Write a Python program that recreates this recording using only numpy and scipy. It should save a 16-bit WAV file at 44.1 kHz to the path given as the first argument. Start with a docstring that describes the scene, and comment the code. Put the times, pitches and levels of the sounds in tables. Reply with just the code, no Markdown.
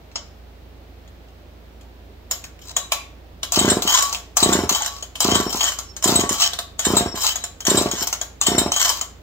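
"""Cord-started saw, seven failed pulls

A small two-stroke saw in a workshop is pulled over seven times by its starter cord and never keeps running.
Noise bursts ring the casting and cover (knocks, reel rattle); shaped pulses ring the muffler (chuffs).
Swelling tones are whines, short sines are cord slaps; hum and room noise lie beneath.
Echoes, scatter and a workshop tail carry the saw to two microphone ports."""
import sys
import numpy as np
from scipy import signal
from scipy.fft import rfft, irfft, next_fast_len
from scipy.io import wavfile

SR = 44100
rng = np.random.default_rng(int(sys.argv[2]) if len(sys.argv) > 2 else 0)


def output_pcm(signal):
    """Save a mono or channel-first signal as 16-bit PCM at the path in sys.argv[1].

    Samples are clipped to [-1, 1] before scaling.
    """
    pcm = np.clip(np.atleast_2d(signal).T, -1, 1) * 32767
    wavfile.write(sys.argv[1], SR, np.round(pcm).astype(np.int16))


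N = 406602
TIME = np.arange(N) / SR

# hum lines: pitch_hz, level_db
HUM_LINES = [(58.5, -46), (84.3, -52)]
# room noise spectrum: freq_hz, relative_density_db
AIR_SPECTRUM = [(25, -6), (45, -1.5), (120, -7), (350, -8.5), (700, -12), (1050, -19.5), (4000, -26),
                (10000, -42.5), (13000, -36), (16000, -32.5)]
# left-right likeness of the room noise: freq_hz, likeness_0_to_1
AIR_LIKENESS = [(60, 1), (400, 0.64), (1200, 0)]
AIR_DB = -47.5

# knocks of pawls, handle and housing: time_s, relative_level_db, brightest_ring_hz
KNOCK_EVENTS = [(0.115, -43, 2200), (0.157, -15.5, 5200), (1.0764, -46, 3000), (1.285, -51, 3000),
                (1.81, -41, 2700), (2.3109, -8, 6970), (2.44, -25.5, 1780), (2.59, -41.5, 2480),
                (2.765, -6, 6840), (2.9195, -5, 2630), (3.4308, -13.5, 3390), (3.5212, -9.5, 6650),
                (3.5587, -7.5, 4870), (3.587, 1, 7560), (3.6983, 3.5, 7720), (3.821, -10.5, 6860),
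                (3.8946, -25, 5970), (3.919, -23, 7000), (3.941, -9, 6660), (4.0236, -8.5, 6440),
                (4.1265, -13.5, 6200), (4.147, -16, 2980), (4.369, -3, 6350), (4.4022, -12, 4930),
                (4.427, 2.5, 7590), (4.525, -0.5, 7220), (4.692, -4, 6700), (4.7245, -14, 6600),
                (4.7472, -8, 7250), (4.8196, -14, 6600), (4.8606, -13.5, 6440), (4.9636, -30.5, 5000),
                (5.025, -18.5, 6800), (5.1547, -20.5, 3100), (5.204, -7.5, 5500), (5.217, -6, 7640),
                (5.351, 0, 7600), (5.527, -15.5, 5770), (5.5707, -17.5, 6540), (5.6083, -11.5, 3280),
                (5.6395, -10, 6750), (5.687, -12, 6500), (5.72, -17.5, 6650), (5.787, -14.5, 6680),
                (5.965, -22.5, 6440), (6.025, -16.5, 6380), (6.0408, -3, 6840), (6.0736, 0.5, 7230),
                (6.154, 2.5, 7830), (6.2917, -9, 6600), (6.3274, -13, 6640), (6.4063, -17, 6500),
                (6.533, -16, 3820), (6.588, -12.5, 3760), (6.792, -9.5, 6850), (6.8485, 0.5, 7400),
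                (6.9662, 4, 7580), (7.1586, -27, 6460), (7.206, -19.5, 6600), (7.357, -12.5, 6760),
                (7.4386, -12, 7060), (7.6045, -22, 6200), (7.651, -16.5, 6300), (7.668, -6, 6140),
                (7.6968, 0.5, 7300), (7.7704, 3.5, 7700), (7.9129, -12, 6770), (8.0714, -12, 6100),
                (8.1274, -11.5, 6170), (8.2135, -14.5, 6460), (8.4132, -5.5, 7100), (8.4645, 2.5, 7330),
                (8.5796, 4.5, 7630), (8.7187, -10, 6240), (8.762, -10.5, 6400), (8.839, -18, 6150),
                (8.8922, -6, 5410), (9.0117, -12, 6830)]
KNOCK_T60_S, SQUEAK_T60_S = 0.11, 0.14
# rings of the casting: pitch_hz, width_hz, relative_level_db
CASTING_RINGS = [(3087, 91, -3.5), (3925, 28, -2.5), (5450, 53, -6), (6740, 310, -9.5), (7600, 240, -12),
                 (7840, 110, -13), (12640, 810, -16.5), (14280, 260, -16.5)]
# broad colour between the casting rings: freq_hz, gain_db
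SCRAPE_SPECTRUM = [(710, -36.5), (1200, -1), (2360, -5.5), (3100, -4), (4210, 0.5), (7270, 0), (9760, -32),
                   (14600, -12), (16300, -17)]
# rings of the hollow starter cover: pitch_hz, width_hz (knocks and chuffs widen it), relative_level_db
COVER_RINGS = [(630, 20, -19.5), (704.4, 29.6, 0), (857, 94, -3.5), (1019, 54, -6.5), (1125, 11, -1.5)]

# reel spring winds the cord back, the first only slack: release_s, fastest_s, rattle_then_db, handle_home_s
REEL_REWINDS = [(2.613, 2.727, -40, 2.72), (3.822, 3.95, -20, 4.21), (4.694, 4.754, -24.5, 5.02),
                (5.49, 5.638, -23.5, 5.75), (6.291, 6.43, -21.5, 6.48), (7.148, 7.266, -23, 7.335),
                (7.911, 8.018, -25.5, 8.05), (8.727, 8.845, -22, 9)]
SPIN_UP_DB_PER_S, RUN_DOWN_DB_PER_S = 100.5, 104.5
# cord drawn out: pawls_catch_s, rattle_db, pops_db
CORD_DRAWS = [(3.53, -29, -5), (4.38, -30, -7.5), (5.211, -26.5, -6.5), (6.033, -28.5, -8),
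              (6.807, -31.5, -7.5), (7.661, -29, -8.5), (8.422, -38, -8)]
DRAW_S, SETTLE_DB_PER_S = 0.16, 164  # steady while the arm travels, then it dies
# cord and spring snag now and then
SNAGS_PER_S, SNAG_DECAY_S, SNAG_DB = 70, 0.003, 5

# swells of thin metallic tones: time_s, level_db, pitch_hz
WHINE_SWELLS = [(2.811, -44.5, 3920), (4.621, -37, 5460), (5.501, -36, 5520), (5.898, -50, 5400),
                (7.089, -39.5, 5480), (7.42, -45, 3940), (7.86, -54, 5480), (8.562, -31, 5525),
                (8.66, -39.5, 5480)]

# one row a pull: first_compression_s, speed_turns_per_s, arm_push_(turns/s)^2_per_turn,
# cord_length_turns, compressions_count
CRANK_PULLS = [(3.5752, 25.51, 534, 1.77, 7), (4.4279, 29.57, 446.5, 2.79, 8),
               (5.2515, 28.04, 316.7, 2.22, 7), (6.0592, 29.53, 392, 2.25, 7),
               (6.8696, 29.01, 370.8, 2.13, 7), (7.6833, 30.12, 474.7, 1.49, 8),
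               (8.4855, 30.33, 381.6, 2.18, 6)]
DRAG_PER_TURN, SLOWEST_TURNS_PER_S = 294, 12.13  # drag in (turns/s)^2
REFERENCE_TURN_S = 0.027
SLOW_DB_PER_HALVING = 5.5  # a slow crank pops less
LEAK_DB, LEAKS_FROM = 10.5, 2.7  # a crawling one leaks: dB per reference turn, beyond this many
GAS_DB, JOLT_DB = 0.5, -2.5  # escaping gas; cover jolted by each chuff
# muffler rings: pitch_hz, width_hz, relative_level_db
MUFFLER_RINGS = [(86.6, 17, -1.5), (121, 49, -1), (177, 18, -6), (313, 27, -20), (440, 113, -0.5),
                 (568, 102, -4), (957, 16, -17)]

# slack cord slaps the hollow cover: time_s, level_db, pitch_hz
CORD_SLAPS = [(3.944, -12.5, 1067), (4.805, -21.5, 896), (8.894, -21, 1000)]
SLAP_S = 0.018

# reflections off body, bench, floor and walls: delay_s, signed_gain
EARLY_ECHOES = [(.003, 0.22), (.005, 0.2), (.0099, 0.2), (0.013, 0.11), (0.018, -.15), (.0225, -0.18)]
# workshop decay: freq_hz, t60_s
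SHOP_DECAY = [(150, 0.19), (2000, 0.43), (16000, 0.25)]
# level difference of the saw between ports: freq_hz, left_minus_right_db
SAW_BALANCE = [(60, -1.5), (950, -1.5), (15000, 3.5)]
PORT_LAG_S = 0.00012  # the saw reaches the left port first
EDGE_HZ = 15790


def gain_of(db):
    """Amplitude factor for a level in dB."""
    return 10 ** (np.asarray(db) / 20)


def evened(x):
    """Scales to rms 1."""
    return x / np.sqrt(np.mean(x ** 2) + 1e-20)


def read(points, hz):
    """Interpolates a table over log frequency."""
    f, value = np.transpose(points)
    return np.interp(np.log(hz + 1), np.log(f + 1), value)


def add(mix, s, sound):
    """Adds a sound into the mix at s seconds."""
    part = mix[round(s * SR):][:len(sound)]
    part += sound[:len(part)]


def resonate(x, hz, width_hz):
    """One two-pole ring of gain 1 at its centre."""
    return signal.lfilter(*signal.iirpeak(hz, hz / width_hz, SR), x)


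def ring_bank(x, rings, widen=1.0):
    """Parallel two-pole rings, the modes of one part."""
    return sum(gain_of(db) * resonate(x, hz, widen * width) for hz, width, db in rings)


def coloured(x, points, lag_s=0.):
    """Applies a spectrum in dB and a small delay."""
    size = next_fast_len(N + 4096)
    hz = np.fft.rfftfreq(size, 1 / SR)
    delay = np.exp(-2j * np.pi * hz * lag_s)
    return irfft(rfft(x, size) * gain_of(read(points, hz)) * delay, size)[:N]


def drift(per_s):
    """Slow random wander of rms 1, fading above per_s Hz."""
    hz = np.fft.rfftfreq(N, 1 / SR)
    return evened(irfft(rfft(rng.standard_normal(N)) / (1 + (hz / per_s) ** 4), N))


def background():
    """Wavering hum lines of a machine over soft room noise, partly alike at the two ports."""
    frames, hz = N // 512 + 5, np.fft.rfftfreq(2048, 1 / SR)
    a, b, c, d = rng.standard_normal((frames, 1025, 4)).T
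    left, other = a + 1j * b, c + 1j * d
    same = np.clip(read(AIR_LIKENESS, hz), 0, 1)[:, None]
    z = np.array([left, same * left + np.sqrt(1 - same ** 2) * other])
    z *= gain_of(read(AIR_SPECTRUM, hz))[:, None] * gain_of([[[-.8]], [[.8]]])
    air = gain_of(AIR_DB) * evened(signal.istft(z, nperseg=2048, noverlap=1536)[1][:, :N])

    lag_s = np.array([[.0005], [0]])  # the hum reaches the right port first
    hum = np.zeros((2, N))
    for pitch_hz, db in HUM_LINES:
        level = gain_of(db + 1.1 * drift(1.4)) * np.sqrt(2)
        cycles = pitch_hz * (TIME - lag_s) + 0.017 * drift(1.9) + rng.random()
        hum += level * np.sin(2 * np.pi * cycles)
    return air + hum * gain_of([[-1.2], [1.2]])


def casting(x, rings_db=8, flash_db=4.0):
    """Metal body: broad scrape with rings above; each ring flashes as contacts wander over the part."""
    rings = np.zeros(N)
    for hz, width, db in CASTING_RINGS:
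        rings += gain_of(db) * resonate(x * gain_of(flash_db * drift(8.5)), hz, width)
    return coloured(x, SCRAPE_SPECTRUM) + gain_of(rings_db) * rings


def knocks():
    """A soft onset, a sharp crack and a dying burst of contacts ring casting and cover; one ring is local."""
    t = np.arange(-600, SR // 4) / SR
    after = np.maximum(t, 0)
    tick, near = np.zeros((2, N))
    noise = rng.standard_normal((len(KNOCK_EVENTS), len(t)))
    for (s, db, hz), n in zip(KNOCK_EVENTS, noise):
        t60_s, rise_s = (SQUEAK_T60_S, .005) if hz > 7100 else (KNOCK_T60_S, .0006)
        lead_in = .05 * np.exp(t / .004)
        rise = np.where(t < 0, lead_in, np.minimum(.05 + t / rise_s, 1))
        decay = 0.45 * gain_of(-60 * after / t60_s) + 0.6 * np.exp(-after / 0.0014)
        blow = gain_of(db) * decay * rise * n
        solid = np.clip((8200 - hz) / 1800, .15, 1)  # the shrillest are pawl squeaks that barely shake the body
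        width_hz = 900 + 900 * solid ** 2  # a solid blow is a broad crack
        add(tick, s + t[0], solid * blow)
        damped = blow * gain_of(-solid * 610 * after)
        local = resonate(resonate(damped, hz, width_hz), hz, width_hz)
        half_pitch = 1.06 * (1 - solid) * resonate(blow, hz / 2, 160)
        add(near, s + t[0], local + half_pitch)
    bare_contact = signal.lfilter(*signal.butter(2, (700, 16000), "band", fs=SR), tick)
    cover = ring_bank(tick, COVER_RINGS, 2.64)
    body = casting(tick, rings_db=5, flash_db=6.5)
    return gain_of(-4.5) * body + gain_of(4.5) * near + gain_of(-14.0) * bare_contact + gain_of(2.5) * cover


def rattle():
    """Gain of the reel noise, and how near (0-1) the returning handle is to home."""
    level, late = np.zeros((2, N))
    for start, db, _ in CORD_DRAWS:
        attack = np.clip((TIME - start) / 0.0048, 0, 1)
        settling_s = np.clip(TIME - start - DRAW_S, 0, 1)
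        level += attack * gain_of(db - SETTLE_DB_PER_S * settling_s)
    for start, fastest, db, home in REEL_REWINDS:
        on = np.clip(np.minimum(TIME - start, home - TIME) / 0.004, 0, 1)
        slope = np.where(TIME < fastest, SPIN_UP_DB_PER_S, RUN_DOWN_DB_PER_S)
        level += on * gain_of(db - slope * np.minimum(abs(TIME - fastest), 1))
        late += on * np.clip(1 - (home - TIME) / .25, 0, 1)
    return level, late


def starter():
    """Uneven ticks of reel, spring and cord, in clumps and snags; the cover rings lower near the handle's home."""
    level, late = rattle()
    sizes = gain_of(1.08 * np.minimum(rng.exponential(1, N), 5))
    ticks = sizes * rng.choice([-1, 1], N) * (rng.random(N) < 1500 / SR)
    snags = gain_of(SNAG_DB + 0.73 * rng.standard_normal(N)) * (rng.random(N) < SNAGS_PER_S / SR)
    snags = signal.lfilter([1], [1, -np.exp(-1 / (SNAG_DECAY_S * SR))], snags)
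    grain = evened(evened(ticks) + .5 * rng.standard_normal(N))
    drive = level * grain * gain_of(1.76 * drift(27)) * evened(1 + snags)
    thumps = drive * gain_of(3.7 * drift(78))
    cover = np.zeros(N)
    for hz, width, db in COVER_RINGS:
        tilt_db = 29 * (late - 1.03) * np.log2(hz / 900)
        cover += gain_of(db) * resonate(thumps * gain_of(4.1 * drift(7.1) - tilt_db), hz, width)
    return gain_of(4.0) * casting(drive) + gain_of(10.5) * cover


def whine():
    """Narrow, slightly rough tones under soft swells: noise through two sharp rings."""
    t, out = np.arange(-.25, .25, 1 / SR), np.zeros(N)
    noise = rng.standard_normal((len(WHINE_SWELLS), len(t)))
    for (s, db, hz), n in zip(WHINE_SWELLS, noise):
        tone = evened(resonate(resonate(n, hz, 35), hz, 35))
        add(out, s + t[0], gain_of(db) * np.exp(-(t / 0.05) ** 2) * tone)
    return out


def chuffs():
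    """Time_s, turn_s and pop_db of each compression: the arm feeds the crank, compression drains it."""
    out = []
    for (first, speed, push, cord, count), (_, _, db) in zip(CRANK_PULLS, CORD_DRAWS):
        k = np.arange(count - 2)
        gained = push * np.maximum(1 - (k / cord) ** 2, 0) - DRAG_PER_TURN
        speed_squared = speed ** 2 + np.cumsum(np.r_[0, gained])
        turn_s = 1 / np.sqrt(np.maximum(speed_squared, SLOWEST_TURNS_PER_S ** 2))
        times = first + np.cumsum(np.r_[0, turn_s])
        out += zip(times, np.r_[turn_s[0], turn_s], np.full(count, db))
    return np.transpose(out)


def engine():
    """Each chuff sucks, pops and rebounds through the muffler, with a ragged gust of escaping gas."""
    t = np.arange(-300, 2500) / SR
    pops, gusts = np.zeros(N), np.zeros(N)
    suck, rebound = (np.exp(-((t - at) / .0008) ** 2) for at in (-.0016, .0017))
    gust = np.exp(-abs(t) / np.where(t < 0, .002, .02))
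    times, turns_s, pops_db = chuffs()
    chance = rng.standard_normal((len(times), 2))
    for s, slow, pop_db, (a, b) in zip(times, turns_s / REFERENCE_TURN_S, pops_db, chance):
        loss_db = SLOW_DB_PER_HALVING * np.log2(slow) + LEAK_DB * max(slow - LEAKS_FROM, 0)
        size = gain_of(pop_db - loss_db + a)
        width_s = 0.00043 * gain_of(b)
        pop = np.exp(-abs(t / width_s) ** 1.76)
        add(pops, s + t[0], size * (pop - 0.32 * suck - 0.6 * rebound))
        add(gusts, s + t[0], size * gust)
    gas = gusts * rng.standard_normal(N) * gain_of(GAS_DB)
    out = pops + ring_bank(gas + 0.83 * pops, MUFFLER_RINGS)
    out += gain_of(JOLT_DB) * ring_bank(gas + 2.1 * pops, COVER_RINGS, 1.09)
    # too small a port for deep bass
    return signal.sosfilt(signal.butter(3, 47, "high", fs=SR, output="sos"), out)


def slaps():
    """A short hollow note that swells, sags a little in pitch and stops."""
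    t, out = np.arange(0, SLAP_S, 1 / SR), np.zeros(N)
    for s, db, hz in CORD_SLAPS:
        note = np.sin(2 * np.pi * hz * t * (1 - 2.5 * t))
        add(out, s, gain_of(db) * np.sin(np.pi * t / SLAP_S) * note)
    return out


def scatter(x, turns_per_s=3.5):
    """Hands, body and phone case bounce treble along short paths to each port, changing as the saw swings."""
    t = np.arange(600) / SR
    paths = rng.standard_normal((3, 2, 600)) * np.exp(-t / 0.0023)
    paths = signal.lfilter(*signal.butter(2, 1900, "high", fs=SR), paths)
    paths /= np.linalg.norm(paths, axis=2, keepdims=True)
    phase = turns_per_s * TIME + np.arange(3)[:, None] / 3
    share = np.sqrt(2 / 3) * np.cos(2 * np.pi * phase)
    return sum(signal.oaconvolve((w * x)[None], p)[:, :N] for w, p in zip(share, paths))


def shop(x):
    """Workshop tail: sparse taps of random sign, each band dying at its own speed."""
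    taps = np.zeros((2, SR // 2))
    start = np.arange(200, SR // 2 - 20, 20)
    at = start + rng.integers(0, 20, (2, len(start)))
    np.put_along_axis(taps, at, rng.choice([-1., 1.], at.shape), 1)
    hz, t, z = signal.stft(taps, SR, nperseg=256)
    alike = np.clip(1 - (hz / 1400) ** 2, 0, 1)[:, None]  # long waves reach both ports alike
    z[1] = alike * z[0] + np.sqrt(1 - alike ** 2) * z[1]
    decay = gain_of(-60 * t / read(SHOP_DECAY, hz)[:, None])
    tail = signal.istft(z * decay, SR, nperseg=256)[1]
    return signal.fftconvolve(x[None], tail / np.linalg.norm(tail[0]), axes=1)[:, :N]


def scene():
    """Saw with echoes, scatter and workshop tail at two ports, over the background."""
    room = background()
    clatter = knocks() + starter() + whine() + slaps()
    exhaust = engine()
    # for the first second the saw is held high and behind, which dulls it
    dulled = signal.sosfilt(signal.butter(6, 7400, fs=SR, output="sos"), clatter)
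    saw = exhaust + np.where(TIME < 1, dulled, clatter)
    early = saw.copy()
    for delay_s, gain in EARLY_ECHOES:  # only the exhaust comes back as clean echoes
        add(early, delay_s, gain * exhaust)
    left, right = early + gain_of(0.5) * scatter(early) + gain_of(-6.0) * shop(saw)
    half = np.array(SAW_BALANCE) * [1, .5]
    return np.array([coloured(left, half), coloured(right, half * [1, -1], PORT_LAG_S)]) + room


def record(dry):
    """Bass cut of the microphone, soft overload on the loudest knocks, then the band limit."""
    cut = signal.sosfilt(signal.butter(2, 38, "high", fs=SR, output="sos"), dry)
    driven = np.tanh(1.1 * cut) / 1.05
    band = signal.firwin(1023, EDGE_HZ, window=("kaiser", 11), fs=SR)
    return signal.oaconvolve(driven, band[None], "same")


dry = scene()
out = record(dry)
output_pcm(out)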